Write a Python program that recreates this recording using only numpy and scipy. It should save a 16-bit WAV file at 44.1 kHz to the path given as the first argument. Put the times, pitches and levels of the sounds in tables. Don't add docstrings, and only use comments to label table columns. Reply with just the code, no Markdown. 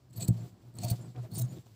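import sys
import numpy as np
from scipy import signal
from scipy.fft import rfft, irfft
from scipy.io import wavfile
from scipy.ndimage import uniform_filter1d

SR = 44100
rng = np.random.default_rng(int(sys.argv[2]) if len(sys.argv) > 2 else 0)


def int16_out(signal):
    q = np.round(np.clip(np.atleast_2d(signal).T, -1, 1) * 32767)
    wavfile.write(sys.argv[1], SR, q.astype(np.int16))


def magnitude_from_level(level_db):
    exponent = np.asarray(level_db, float) / 20
    return 10 ** exponent


N = 77175
T = np.arange(N) / SR

# [t/s, length/s, level/dB, swell over the burst/dB, crispness/dB]
FIRST_SNIP = [(.098, 0.0067, -69, -10, -4), (.106, 0.0035, -70, 3, 3), (.127, 0.015, -61, -2, -0.5),
              (.148, .008, -72, -3, -4), (.157, 0.025, -53.5, -0.5, -1.5), (.195, 0.007, -48.5, 12, -1),
              (.204, 0.025, -40.5, 0.5, -3), (.223, 0.03, -47, 4, 0), (.249, 0.036, -73, -1, 4),
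              (.2745, 0.0059, -41, 11, -5), (.2805, 0.004, -39, 3, 7.5), (.288, .012, -61, -6, 2)]
SECOND_SNIP = [
    (.738, 0.0031, -66, 0, -1),
    (.751, 0.0079, -69, -3, 3.5),
    (.765, 0.011, -61.5, -3, 0),
    (.784, 0.0031, -44.5, 13.5, -18),
    (.799, 0.039, -53, 16, -6),
    (.831, 0.02, -42.5, 8.5, -1),
    (.855, 0.046, -53.5, 8, -11),
    (.881, 0.02, -45.5, -3, -6),
    (.898, 0.017, -43, 5.5, 5),
    (.919, 0.024, -65, -16, 4),
]
THIRD_SNIP = [
    (1.302, .012, -75, 11, 1.5),
    (1.314, .019, -59, 0, -0.5),
    (1.333, 0.021, -56, 9, 6),
    (1.350, 0.03, -44, 5, -12),
    (1.377, 0.01, -47, 12, 7),
    (1.388, 0.011, -43, 1, 2.5),
    (1.401, 0.01, -53, 0, 5),
    (1.411, 0.013, -45, 1, 5),
    (1.426, 0.035, -55, -7, -11),
]
# [f/Hz, width/Hz, level/dB]
FIRST_BLADES = [(2390, 99, -30), (4300, 290, -3), (6600, 410, -10), (7840, 150, 3), (9830, 240, -12),
                (13000, 200, -14), (14500, 860, -11)]
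SECOND_BLADES = [(2490, 250, -16.5), (4400, 170, 0.5), (6180, 610, -3.5), (8000, 900, 4), (9470, 780, -2),
                 (13100, 570, 0), (15700, 550, -2.5)]
THIRD_BLADES = [(3710, 130, -18), (4750, 220, -12.5), (5300, 520, -4), (6570, 270, -0.5), (7500, 570, -1.5),
                (9140, 520, 5), (13600, 1300, 0), (15600, 650, 8)]
# [f/Hz, level/dB]
FIBRE_COLOUR = [(710, -52), (1200, -23.5), (2950, -12.5), (4410, -3.5), (5710, -38), (7740, -8),
                (11900, -16.5), (14800, -7), (16000, -5)]
# [t/s, length/s, level/dB, f/Hz]
SQUEAKS = [(0.129, .018, -66, 4320), (.161, 0.031, -51.5, 13200), (0.167, 0.02, -58, 4300),
           (0.162, 0.016, -59, 9700), (0.18, 0.055, -50.5, 664), (0.368, 0.044, -70, 4490),
           (0.391, .046, -66.5, 7320), (.42, 0.034, -72, 8000), (0.748, 0.016, -64, 8040),
           (.798, 0.029, -60, 8000), (0.801, 0.05, -59, 4400), (.835, 0.017, -52, 5500),
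           (0.9, 0.011, -54, 4470), (.905, 0.0074, -55, 4450), (0.91, 0.0053, -49, 12900),
           (0.209, 0.026, -49, 4450), (0.998, 0.043, -62.5, 7350), (1.009, .02, -64, 9500),
           (1.03, .04, -66, 8000), (1.31, 0.032, -61, 4290), (1.326, 0.027, -56.5, 4400),
           (1.35, .02, -52, 4570), (1.35, 0.026, -43.5, 9000), (1.413, 0.013, -52.5, 3926),
           (1.484, 0.046, -64, 6970), (1.506, 0.035, -66.5, 8680), (1.52, 0.043, -68, 7300),
           (0.201, 0.056, -60.5, 2450), (0.21, 0.044, -54, 505), (1.143, 0.064, -55, 480),
           (1.152, 0.047, -56.5, 724), (1.233, 0.036, -53, 640), (1.307, 0.055, -38.5, 171.3),
           (1.351, 0.036, -48, 198), (1.389, 0.032, -47.5, 651), (1.355, 0.018, -70, 5500),
           (1.388, .015, -52, 6300), (1.488, 0.055, -61.5, 605), (1.56, .025, -67, 3600),
           (1.567, 0.019, -47, 345)]
# [t/s, length/s, level/dB, f/Hz]
LOW_SQUEAKS = [
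    (.828, .036, -39, 712),
    (.833, .04, -43, 620),
    (.872, .03, -46, 670),
    (.898, .03, -44.5, 680),
    (.925, .028, -50, 720),
    (.845, .03, -54, 920),
]
# [t/s, level/dB, f/Hz]
TICKS = [
    (.42, -60, 2000),
    (1.149, -57, 900),
    (1.161, -48, 2300),
    (1.165, -52, 3300),
    (1.25, -57, 2000),
    (1.524, -55, 4600),
    (1.585, -51, 3700),
    (1.668, -53, 900),
]
# [t/s, length/s, level/dB]
SLIDES = [(.11, 0.21, -62.5), (.27, 0.18, -66), (.33, 0.22, -66), (.46, 0.41, -77.5), (.74, 0.27, -58),
          (.8, 0.26, -60.5), (.92, 0.27, -69), (1.14, 0.18, -67.5), (1.29, 0.083, -67), (1.41, 0.21, -65.5),
          (1.47, 0.19, -68), (1.56, 0.32, -71.5)]
# [f/Hz, width/Hz, level/dB]
SLIDE_TONES = [(4450, 730, 0.5), (7590, 420, 0.5), (14600, 990, 0.5)]
# [t/s, length/s, boom level/dB, overtones above the boom/dB]
PRESSES = [(0.074, 0.11, -53.5, -7), (0.146, 0.074, -37.5, -7), (0.181, 0.11, -40.5, -0.5),
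           (0.302, 0.1, -43.5, -7), (0.343, 0.16, -40, -5), (0.475, 0.12, -55, -3), (0.593, 0.18, -52, -10),
           (0.732, 0.12, -38.5, -5.5), (0.796, 0.13, -33, -10), (0.895, 0.064, -32.5, -4),
           (0.929, 0.22, -45, -3), (1.125, 0.17, -40, -14), (1.279, 0.14, -43, -1),
           (1.351, 0.15, -30.5, -16.5), (1.461, 0.15, -46, 0.5), (1.643, 0.16, -57, -10)]
# [t/s, level/dB, contact time/s]
KNOCKS = [
    (0.2864, -22, 0.0019),
    (0.3033, -23.5, 0.0032),
    (0.843, -35, 0.002),
    (0.908, -23.5, 0.0075),
    (1.155, -71, 0.0018),
    (1.195, -44.5, 0.0036),
    (1.375, -35.5, 0.00073),
    (1.588, -48, 0.0022),
]
# [f/Hz, level/dB, time to fall by 60 dB/s]
TABLE_MODES = [(116.6, -4, 0.22), (130.3, 8, 0.086), (173.1, -2, 0.14), (221.5, -14, 0.13),
               (274, -31.5, 0.048), (324, -13.5, 0.09), (370, -36.5, 0.3), (485, -16, 0.047),
               (620, -23.5, 0.2), (697, -20.5, 0.14)]
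# [t/s, length/s, level/dB]
DRAGS = [(.13, 0.3, -54.5), (.28, 0.023, -42.5), (.35, .16, -57), (.5, 0.3, -63), (.75, 0.17, -55.5),
         (.82, .14, -54), (.98, 0.11, -53), (1.143, 0.072, -49.5), (1.225, 0.067, -53), (1.34, 0.086, -50),
         (1.47, 0.14, -55), (1.58, 0.16, -66), (1.66, 0.016, -61)]
# [f/Hz, level/dB]
CLOTH_COLOUR = [(150, 1.5), (250, -5), (340, 0.5), (450, -9), (680, -12), (1100, -17.5), (4000, -38),
                (6000, -75)]
# [f/Hz, level/dB]
ROOM_COLOUR = [(100, -12), (300, 13), (700, -8), (1400, -11.5), (3000, -20), (5000, -7.5), (10000, -24),
               (15500, -17)]


def unit(x):
    return x / np.sqrt(np.mean(x ** 2))


def colour(x, points):
    hz, db = np.array(points).T
    f = np.fft.rfftfreq(N, 1 / SR) + 1
    return irfft(rfft(x) * magnitude_from_level(np.interp(np.log(f), np.log(hz), db)), N)


def low_pass(x, hz):
    return signal.sosfilt(signal.butter(4, hz, fs=SR, output="sos"), x)


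def high_pass(x, hz, order):
    return signal.sosfilt(signal.butter(order, hz, "high", fs=SR, output="sos"), x)


def ring(x, hz, width):
    b, a = signal.iirpeak(hz, hz / width, fs=SR)
    return signal.lfilter(b, a, x)


def noise():
    return rng.standard_normal(N)


def walk(rate):
    hold = int(SR / rate)
    steps = np.repeat(rng.standard_normal(N // 8), hold)[:N]
    return unit(uniform_filter1d(steps, hold))


def clicks(per_s, spread_db):
    chance, side, size = rng.random((3, N))
    biggest = 2.8
    size_db = spread_db * np.minimum(-np.log(size + 1e-9), biggest)
    return unit((chance < per_s / SR) * np.sign(side - .5) * magnitude_from_level(size_db))


def hump(t, length):
    return np.sin(np.pi * np.clip((T - t) / length, 0, 1))


def gestures(rows, rest_db, roundness):
    power = sum(magnitude_from_level(2 * db) * hump(t, length) ** roundness for t, length, db in rows)
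    return np.sqrt(power + magnitude_from_level(2 * rest_db))


def snip(bursts, blades):
    edge_s, release_s = .002, .0015
    body, crisp = np.zeros(N), np.zeros(N)
    for t, length, db, swell_db, crisp_db in bursts:
        x = T - t
        gate = np.clip(x / edge_s, 0, 1) * np.exp(-np.clip(x - length, 0, None) / release_s)
        gate = gate * magnitude_from_level(db + swell_db * (np.clip(x / length, 0, 1) - .5))
        body = body + gate
        crisp = crisp + gate * magnitude_from_level(crisp_db)
    threads = clicks(18000, spread_db=2.3) * magnitude_from_level(1.8 * walk(800))
    patches_db = [2.2 * walk(90) for _ in blades]

    def steel(x):
        out = 0
        for k, (hz, width, db) in enumerate(blades):
            out = out + (-1) ** k * magnitude_from_level(db + patches_db[k]) * ring(x, hz, width) * np.sqrt(300 / width)
        return out

    steel_rms = np.std(steel(threads))
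    fibre_rms = np.std(colour(threads, FIBRE_COLOUR))

    def voice(x):
        return steel(x) / steel_rms + magnitude_from_level(-7) * colour(x, FIBRE_COLOUR) / fibre_rms

    return low_pass(voice(threads * (body - crisp)), 12600) + voice(threads * crisp)


def rough_tones(rows):
    out = np.zeros(N)
    drift = np.cumsum(130 * walk(970)) / SR
    rough_db = 4.0 * walk(350)
    for t, length, db, hz in rows:
        on = slice(int(t * SR), int((t + length) * SR))
        share = min(hz / 4000, 1)
        swell = hump(t, length)[on] ** .5
        tone = np.sin(2 * np.pi * (hz * T[on] + share * drift[on]))
        out[on] += magnitude_from_level(db + np.sqrt(share) * rough_db[on]) * swell * tone
    return out


def squeaks():
    return rough_tones(SQUEAKS)


def low_squeaks():
    return rough_tones(LOW_SQUEAKS)


def ticks():
    out = 0
    grit = unit(ring(noise(), 5400, 4700))
    for t, db, hz in TICKS:
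        x = np.clip(T - t, 0, None)
        ping = np.sin(2 * np.pi * hz * x) * np.exp(-x / 0.00096)
        scrape = .4 * grit * np.exp(-x / 0.0013)
        out = out + magnitude_from_level(db) * (x > 0) * (ping + scrape)
    return low_pass(out, 7000)


def slide():
    tones = 0
    for hz, width, db in SLIDE_TONES:
        tones = tones + magnitude_from_level(db + 2.0 * walk(23.96)) * unit(ring(noise(), hz, width))
    hiss = unit(ring(clicks(15000, spread_db=1.9), 3760, 4250))
    glide = unit(unit(tones) + magnitude_from_level(1.5) * hiss)
    return gestures(SLIDES, rest_db=-82, roundness=2.3) * magnitude_from_level(1.23 * walk(59.74)) * glide


def table_top(force):
    out = 0
    for hz, db, t60 in TABLE_MODES:
        pole = np.exp(2j * np.pi * hz / SR - np.log(1000) / (t60 * SR))
        out = out + magnitude_from_level(db) * signal.lfilter([1], [1, -pole], force).imag
    return out


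def presses():
    boom_rows = [(t, length, db) for t, length, db, over_db in PRESSES]
    rub_rows = [(t, length, db + over_db) for t, length, db, over_db in PRESSES]
    press = gestures(boom_rows, rest_db=-66, roundness=3.7)
    rub = gestures(rub_rows, rest_db=-73, roundness=2.0)
    boom_hz = 116.64 + 6.92 * walk(20)
    boom = np.sqrt(2) * np.sin(2 * np.pi * np.cumsum(boom_hz) / SR) * magnitude_from_level(2.03 * walk(39.27))
    upper = unit(high_pass(table_top(noise()), 150, order=3))
    rumble_hz, rumble_db, rumble_floor_db = 51.5, -18, -62
    rumble = unit(ring(noise(), rumble_hz, rumble_hz / 2))
    return boom * press + upper * rub + rumble * (magnitude_from_level(rumble_db) * press + magnitude_from_level(rumble_floor_db))


def knocks():
    force = 0
    for t, db, contact in KNOCKS:
        push = hump(t, contact) ** 2
        force = force + magnitude_from_level(db) * push / push.sum()
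    return table_top(force)


def drag():
    rustle = unit(colour(clicks(8000, spread_db=1.12) * magnitude_from_level(1.45 * walk(70)), CLOTH_COLOUR))
    return gestures(DRAGS, rest_db=-75, roundness=0.95) * rustle


def room_echo(steel):
    echo_db, echo_t60_s = -16, .1
    n = SR // 4
    tail = rng.standard_normal(n) * magnitude_from_level(-60 * T[:n] / echo_t60_s)
    return signal.fftconvolve(steel, magnitude_from_level(echo_db) * tail / np.sqrt(np.sum(tail ** 2)))[:N]


def room_tone():
    tone = colour(noise(), ROOM_COLOUR)
    return magnitude_from_level(-77) * tone / np.std(high_pass(tone, 300, order=2))


def scene():
    cuts = snip(FIRST_SNIP, FIRST_BLADES) + snip(SECOND_SNIP, SECOND_BLADES) + snip(THIRD_SNIP, THIRD_BLADES)
    steel = cuts + squeaks() + low_squeaks() + ticks()
    table = presses() + knocks()
    return (steel + room_echo(steel) + slide() + table + drag() + room_tone())[None]


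def roll_off(x):
    return signal.sosfilt(signal.butter(12, 16440, fs=SR, output="sos"), x)


def record(dry):
    x = high_pass(dry, 86.3, order=3)
    x = signal.sosfilt(signal.ellip(10, .2, 70, 15500, fs=SR, output="sos"), x)
    return roll_off(x)


dry = scene()
out = record(dry)
int16_out(out)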